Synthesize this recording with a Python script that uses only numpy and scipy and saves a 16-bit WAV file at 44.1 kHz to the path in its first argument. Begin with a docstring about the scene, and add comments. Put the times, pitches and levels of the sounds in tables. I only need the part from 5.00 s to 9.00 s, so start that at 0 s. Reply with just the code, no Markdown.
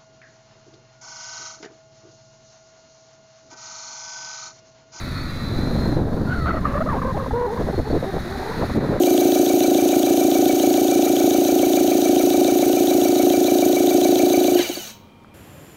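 """Wind on a microphone: turbulent pressure rumbles and roars, with short buffets and pops, and the
flow across an edge of the camera sounds fluttering, pigeon-like edge tones that sink in pitch.
Behind the wind a six-rotor drone climbs over a field: its motors whine at a multiple of the shaft
rate, and its propellers buzz at the blade-passing harmonics and hiss.
Gain control ducks the loudest gusts."""
import sys
import numpy as np
from scipy import signal
from scipy.fft import rfft, irfft
from scipy.io import wavfile
from scipy.ndimage import uniform_filter1d

SR = 44100
rng = np.random.default_rng(int(sys.argv[2]) if len(sys.argv) > 2 else 0)


def materialize(psi):
    """Save the field psi as 16-bit PCM at rate SR to the path in sys.argv[1].

    A 1-D psi becomes a single channel; in a 2-D psi each row is a channel.
    """
    bounded = np.clip(np.atleast_2d(psi).T, -1, 1)
    quanta = np.round(bounded * 32767).astype(np.int16)
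    wavfile.write(sys.argv[1], SR, quanta)


N = 176400


def amp(db):
    """Amplitude ratio of a level in decibels."""
    return 10 ** (np.asarray(db) / 20)


def unit(x):
    """Normalisation to rms 1."""
    return x / np.sqrt(np.mean(x ** 2) + 1e-20)


def curve(points, column=1):
    """Linear interpolation of one column of a time table at every sample."""
    table = np.array(points)
    return np.interp(np.arange(N) / SR, table[:, 0], table[:, column])


def colour(spectrum, hz):
    """Gain of a spectrum table at hz, interpolated in level over log frequency."""
    f, db = np.transpose(spectrum)
    return amp(np.interp(np.log(hz + 1e-6), np.log(f), db))


def noise(spectrum, scale=1):
    """Spectral shaping of white noise, the table's frequencies multiplied by scale."""
    f = np.fft.rfftfreq(N, 1 / SR)
    return unit(irfft(rfft(rng.standard_normal(N)) * colour(spectrum, f / scale), N))


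def wander(hz):
    """Random fluctuation of rms 1: noise through a Gaussian low-pass of width hz."""
    f = np.fft.rfftfreq(N, 1 / SR)
    return unit(irfft(rfft(rng.standard_normal(N)) * np.exp(-(f / hz) ** 2 / 2), N))


def steady(x, span_s=0.0606):
    """Division by the running rms, which leaves only the fast fluctuations of level."""
    return x / np.sqrt(abs(uniform_filter1d(x ** 2, int(span_s * SR) + 1)) + 1e-9)


def gate(t, edge_s):
    """Flat envelope with a quarter-sine rise and fall."""
    return np.sin(np.pi / 2 * np.clip(np.minimum(t, t[-1] - t) / edge_s, 0, 1))


def add(mix, start_s, sound):
    """Superposition of a sound on the mix from start_s."""
    part = mix[max(round(start_s * SR), 0):][:len(sound)]
    part += sound[:len(part)]


def rotors():
    """Rotational harmonics: six motors whine, and their two-blade propellers buzz at even orders."""
    # two motors that hold the drone against the wind: t/s, whine f/Hz, level/dB
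    motor_a = [(0, 4520, -53), (.11, 4456, -53), (.18, 4333, -44.5), (.24, 4500, -49), (.32, 4780, -63),
               (.5, 4520, -59), (.65, 4650, -68), (1.05, 4520, -72), (1.24, 4630, -69), (1.27, 4610, -60),
               (1.45, 4370, -58), (1.65, 4043, -67), (2.66, 4155, -63), (2.77, 4270, -47),
               (2.83, 4360, -57), (2.92, 4430, -48.5), (2.97, 4306, -73), (4, 4150, -70)]
    motor_b = [(0, 4187, -59), (.27, 4064, -47.5), (.35, 3953, -45), (0.459, 4043, -43.5),
               (0.581, 4046, -44), (0.719, 4140, -45.5), (.85, 4180, -42), (0.979, 4074, -50),
               (1.07, 3930, -68), (1.14, 4430, -55), (1.22, 4330, -67), (1.33, 4350, -54),
               (1.492, 4415, -52), (1.66, 4190, -61), (1.9, 4240, -79), (4, 3980, -62)]
    # course shared by the other four: t/s, whine f/Hz, level/dB
    common = [(0, 4118, -49), (.15, 4030, -52), (.32, 3893, -66), (.5, 3950, -51), (.68, 4095, -50.5),
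              (.92, 4130, -52), (1.08, 3854, -64), (1.25, 4247, -60), (1.47, 4136, -52.5),
              (1.62, 3940, -78), (2.55, 3806, -76), (2.88, 4185, -55), (3.1, 3896, -56), (3.6, 4223, -54),
              (4, 4032, -58)]
    # their offsets from that course: speed ratio, relative level/dB
    offsets = [(0.98, -1), (.96, -5), (.925, -5.5), (.885, -6)]
    # spectral envelope of the blade harmonics: f/Hz, relative level/dB
    blade_spectrum = [(180, -13), (400, 4.5), (700, 0.5), (1300, 6.5), (2000, 2), (2450, -2), (2900, -30),
                      (3500, -12), (4200, 2), (5000, -21)]
    # buzz of all blades together: t/s, level/dB
    buzz_level = [(0, -40), (.2, -36.5), (.6, -42.5), (.95, -46.5), (1.1, -54), (2.4, -53), (3.0, -46),
                  (3.6, -40.5), (4, -45)]
    whine_order = 42  # cycles per turn
    trim, jitter = .006, .0016  # slow and fast relative wander of speed
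    swell_db, scatter_db = 3, 6.5  # blade harmonics swell in the gusts and are uneven in strength
    motors = [(curve(motor), curve(motor, column=2)) for motor in (motor_a, motor_b)]
    for ratio, db in offsets:
        motors.append((curve(common) * ratio * (1 + trim * wander(4)), curve(common, column=2) + db))
    whine, buzz = np.zeros(N), np.zeros(N)
    for hz, db in motors:
        shaft_hz = uniform_filter1d(hz, size=900) * (1 + jitter * wander(36.3)) / whine_order
        turn = 2 * np.pi * np.cumsum(shaft_hz) / SR
        throb = 1 + 0.27 * np.sin(turn)
        whine += np.sqrt(2) * np.sin(whine_order * turn) * throb * amp(db + 2.5 * wander(36))
        swells = [amp(swell_db * wander(14)) for _ in range(4)]
        for k in range(1, 28):
            gain = colour(blade_spectrum, 2 * k * shaft_hz.mean())
            gain *= amp(scatter_db * rng.uniform(-1.7, 1))
            buzz += gain * swells[k % len(swells)] * np.sin(2 * k * turn + 2 * np.pi * rng.random())
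    return whine + amp(curve(buzz_level)) * unit(buzz)


def propeller_wash():
    """Broadband flow noise: the air driven by the propellers makes a low wash and a flickering hiss."""
    # envelopes: t/s, level/dB
    wash_level = [(0, -36.5), (.2, -45), (.5, -39.5), (.9, -38), (1.07, -48), (1.5, -39), (2.3, -40),
                  (2.7, -37.5), (3.0, -37), (3.3, -34.5), (3.62, -32.5), (3.8, -36), (4, -35)]
    hiss_level = [(0.02, -50), (0.2, -51.5), (0.86, -51), (1.05, -57.5), (1.43, -54.5), (1.53, -57.5),
                  (1.68, -55.5), (2.26, -55), (2.48, -57.5), (2.53, -53), (3.02, -53), (3.44, -49.5),
                  (3.76, -50), (3.79, -56), (3.9, -52.5), (3.97, -55)]
    # spectra, the hiss with the microphone's ripple: f/Hz, relative level/dB
    wash_spectrum = [(100, 7), (400, 3), (900, -3), (1400, -2), (1900, 0), (2400, -18), (2900, -19),
                     (5000, -52)]
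    hiss_spectrum = [(1000, -85), (2400, -11.5), (2950, -13.5), (3550, -1), (4150, -1), (4700, -5.5),
                     (5300, -8), (6100, -9.5), (6700, -8), (7500, -17), (8600, -18.5), (9700, -11.5),
                     (10700, -15), (11800, -20), (13300, -11), (14500, -22), (15700, -22)]
    hiss_boost_db, flicker_db = 4, 0.74
    wash = amp(curve(wash_level)) * noise(wash_spectrum)
    hiss = amp(curve(hiss_level) + hiss_boost_db + flicker_db * wander(60)) * noise(hiss_spectrum)
    return wash + hiss


def pops(hz=509, decay_s=0.0011):
    """Heavily damped oscillation: each pressure kick of the air stream dies within a few cycles."""
    # kicks: t/s, envelope peak level/dB
    kicks = [(.875, -27), (1.644, -35), (2.052, -19), (2.335, -22), (2.687, -14.5), (2.71, -23),
             (2.799, -15), (3.027, -12), (3.143, -19), (3.167, -16.5), (3.7, -31), (3.777, -14),
             (3.965, -13)]
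    out, t = np.zeros(N), np.arange(900) / SR
    envelope = t / decay_s * np.exp(1 - t / decay_s)
    for start, db in kicks:
        add(out, start, amp(db) * envelope * np.sin(2 * np.pi * hz * t))
    return out


def buffets():
    """Transient pressure of eddies striking the microphone: short, hollow bursts of band noise."""
    # eddies: start t/s, end t/s, centre f/Hz, level/dB
    eddies = [(0.966, 1.006, 396, -21.5), (1.452, 1.506, 560, -31.5), (1.938, 1.977, 590, -26.5),
              (2.166, 2.182, 592, -23), (2.592, 2.628, 485, -23), (2.667, 2.714, 502, -26.5),
              (2.777, 2.81, 366, -21.5), (2.9, 2.917, 441, -21.5), (2.926, 2.98, 356.4, -19),
              (3.023, 3.058, 468, -27), (3.135, 3.192, 440, -30), (3.612, 3.649, 507, -23),
              (3.694, 3.708, 607.5, -27), (3.748, 3.795, 268.5, -18), (3.806, 3.869, 368, -23),
              (3.885, 3.91, 304, -19.5), (3.911, 3.964, 405, -22)]
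    # spectrum of a burst: ratio to centre frequency, relative level/dB
    spectrum = [(.1, -19), (.4, -8), (.8, -3.5), (1.2, -3), (1.8, -13.5), (3, -24.5), (4.5, -36), (7, -46),
                (30, -78)]
    out = np.zeros(N)
    for start, end, hz, db in eddies:
        t = np.arange(0, max(end - start, .01), 1 / SR)
        burst = noise(spectrum, hz)[:len(t)] * gate(t, edge_s=0.0019)
        add(out, start, amp(db) * unit(burst))
    return out


def hoots():
    """Edge tone: flow oscillates at an edge; puffs bend its pitch, turbulence adds warble and rasp."""
    # puffs: start, end t/s; first, middle, last f/Hz; fundamental, overtone level/dB; roughness 0-1
    puffs = [(1.265, 1.315, 726, 703, 730, -54, -36, 0.14),
             (1.297, 1.352, 713, 742, 722, -41.5, -28.5, 0.41),
             (1.344, 1.406, 684, 708, 646, -40.5, -33, 0.3), (1.406, 1.48, 649, 635, 613, -48, -33, 0.2),
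             (1.456, 1.521, 658, 691, 613, -38, -25, 0.47),
             (1.524, 1.597, 676, 629, 637, -30.5, -31.5, 0.72),
             (1.603, 1.656, 585, 514, 527, -66, -40, 0.2), (1.643, 1.73, 593, 574, 546, -35, -25.5, 0.65),
             (1.733, 1.798, 548, 591, 623, -26.5, -27.5, 0.61),
             (1.803, 1.829, 582, 650, 685, -21.5, -26.5, 0.3), (1.857, 1.882, 480, 603, 702, -26, -30, .3),
             (1.886, 1.96, 599, 515.6, 383, -41, -25.5, 0.6), (1.958, 1.999, 558, 534, 560, -36, -30, 0.43),
             (2.013, 2.039, 578, 541, 495, -38, -26.5, 0.62),
             (2.045, 2.123, 518, 533, 520, -29.5, -28.5, 0.43),
             (2.142, 2.167, 382, 414, 427, -33, -29.5, 0.16),
             (2.177, 2.252, 545, 536, 497, -30.5, -33, 0.77),
             (2.258, 2.289, 524, 518, 472, -29.5, -33, 0.85), (2.307, 2.321, 453, 420, 443, -46, -23, 0.37),
             (2.332, 2.47, 448.3, 488.4, 476, -23, -28.5, 0.29),
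             (2.466, 2.55, 405, 429, 492, -27, -32, 0.49), (2.556, 2.592, 429, 463, 515, -32, -31, 0.65),
             (2.727, 2.751, 384, 397, 388, -27, -31.5, 0.35),
             (2.843, 2.892, 374, 427.5, 435, -30, -34, 0.77),
             (3.058, 3.107, 365, 387.5, 377, -28.5, -33, .15),
             (3.121, 3.196, 349.4, 373.6, 395, -33.5, -35.5, 0.34),
             (3.246, 3.371, 336, 375, 400, -34, -37, 0.43),
             (3.378, 3.531, 367, 404.2, 492, -32.5, -34, 0.66),
             (3.537, 3.652, 429.5, 463.5, 463, -32, -35, 0.92)]
    # weighting of the overtones: f/Hz, relative level/dB
    overtone_spectrum = [(1500, -4.5), (1950, -0.5), (2300, -29), (3000, -14), (4000, -13)]
    # breathy noise: ratio to middle frequency, relative level/dB
    rasp_spectrum = [(.5, -6), (1.4, 2.5), (2.6, -1.5), (3.6, -7.5), (4.8, -11.5), (6.3, -25), (9, -39),
                     (18, -55)]
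    warble_depth, flutter_db, growth_db, rasp_db = 0.084, 6, 9.5, -10  # at roughness 1
    warble, low_flutter, high_flutter, air = wander(131), wander(101.8), wander(96), wander(90)
    out = np.zeros(N)
    for start, end, first, middle, last, fundamental_db, overtone_db, rough in puffs:
        t = np.arange(0, max(end - start, .01), 1 / SR)
        span = round(start * SR) + np.arange(len(t))
        hz = np.polyval(np.polyfit([0, .5, 1], [first, middle, last], 2), t / t[-1])
        warbled_hz = hz * (1 + warble_depth * rough * warble[span])
        phase = 2 * np.pi * (np.cumsum(warbled_hz) / SR + rng.random())
        harmonics = [(2, 0), (3, -17.5 + growth_db * rough), (4, -27.5 + growth_db * rough)]
        overtones = sum(amp(db) * colour(overtone_spectrum, k * hz) * np.sin(k * phase)
                        for k, db in harmonics)
        overtones += rough * air[span] * np.cos(2 * phase)  # noise band around the octave
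        tone = amp(fundamental_db) * unit(np.sin(phase) * amp(flutter_db * rough * low_flutter[span]))
        tone += amp(overtone_db) * unit(overtones * amp(flutter_db * rough * high_flutter[span]))
        rasp = amp(overtone_db + rasp_db) * np.sqrt(rough) * noise(rasp_spectrum, middle)[span]
        add(out, start, (tone + rasp) * gate(t, edge_s=0.0063))
    return out


def wind(gust_db=2, gust_hz=41.7):
    """Turbulent pressure fluctuations on the microphone: three noise bands, randomly modulated."""
    # spectra of the bands, low to high: f/Hz, relative level/dB
    rumble = [(5, -26), (20, -11), (40, -8), (70, 1.5), (110, -18), (250, -4), (800, -75)]
    body = [(20, 2), (60, -4), (100, 1), (150, 0), (200, -4), (270, -12), (400, -17.5), (1200, -37),
            (4000, -64)]
    roar = [(50, -25), (130, -4), (200, -1), (300, -3.5), (550, -10), (900, -19), (1700, -27.5),
            (2800, -57), (8000, -68)]
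    # their envelopes: t/s, level/dB
    rumble_level = [(0.0, -35), (0.27, -31), (0.29, -49), (0.39, -34), (0.92, -22), (1.09, -44),
                    (1.44, -24.5), (2.72, -35.5), (2.8, -31), (3.13, -36), (3.38, -31.5), (3.44, -43),
                    (3.72, -25), (3.78, -44), (3.89, -27.5), (4.0, -35)]
    body_level = [(0, -29.5), (.3, -28), (.45, -27.5), (.58, -23), (.85, -25), (1.01, -18), (1.08, -23),
                  (1.3, -24), (1.6, -27.5), (2.05, -26.5), (2.2, -26), (2.28, -33.5), (2.329, -22),
                  (2.4, -35.5), (2.55, -40), (2.61, -21.5), (2.74, -33), (2.81, -16), (2.85, -35),
                  (2.94, -19), (3.11, -40), (3.15, -22.5), (3.22, -34), (3.45, -41), (3.64, -27),
                  (3.72, -38), (3.761, -34), (4, -30)]
    roar_level = [(0, -55), (.42, -36), (0.601, -27.5), (.7, -25.5), (.87, -24.5), (0.999, -24.5),
                  (1.08, -26), (1.2, -24.5), (1.35, -31.5), (1.55, -30), (1.63, -34.5), (1.95, -32),
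                  (2.12, -38), (2.5, -43), (2.62, -29.5), (2.84, -43), (2.999, -38), (3.251, -44.5),
                  (3.5, -37.5), (3.58, -29), (3.68, -36), (3.82, -26.5), (4, -32.5)]
    out = np.zeros(N)
    for spectrum, level in [(rumble, rumble_level), (body, body_level), (roar, roar_level)]:
        turbulence = noise(spectrum) * amp(gust_db * wander(gust_hz))
        out += amp(curve(level)) * steady(turbulence)
    return out


def scene():
    """Superposition of the drone and the louder wind in one channel."""
    drone = rotors() + propeller_wash()
    return (drone + wind() + hoots() + buffets() + pops())[None]


def record(dry):
    """Dynamic range compression with fast attack and slow release, then a low-pass band limit."""
    threshold_db, reduction_per_db, release_db_per_s, cutoff_hz = -13.5, 0.61, 31, 15700
    power_db = 10 * np.log10(abs(uniform_filter1d(dry[0] ** 2, size=130)) + 1e-12)
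    release_db = np.arange(N) * release_db_per_s / SR
    held_db = np.maximum.accumulate(power_db + release_db) - release_db  # decaying peak hold
    excess_db = np.maximum(held_db - threshold_db, 0)
    ducked = dry * amp(-reduction_per_db * uniform_filter1d(excess_db, size=130))
    low_pass = signal.firwin(511, cutoff_hz, window=("kaiser", 9), fs=SR)
    return signal.oaconvolve(ducked, low_pass[None], "same")


dry = scene()
out = record(dry)
materialize(out)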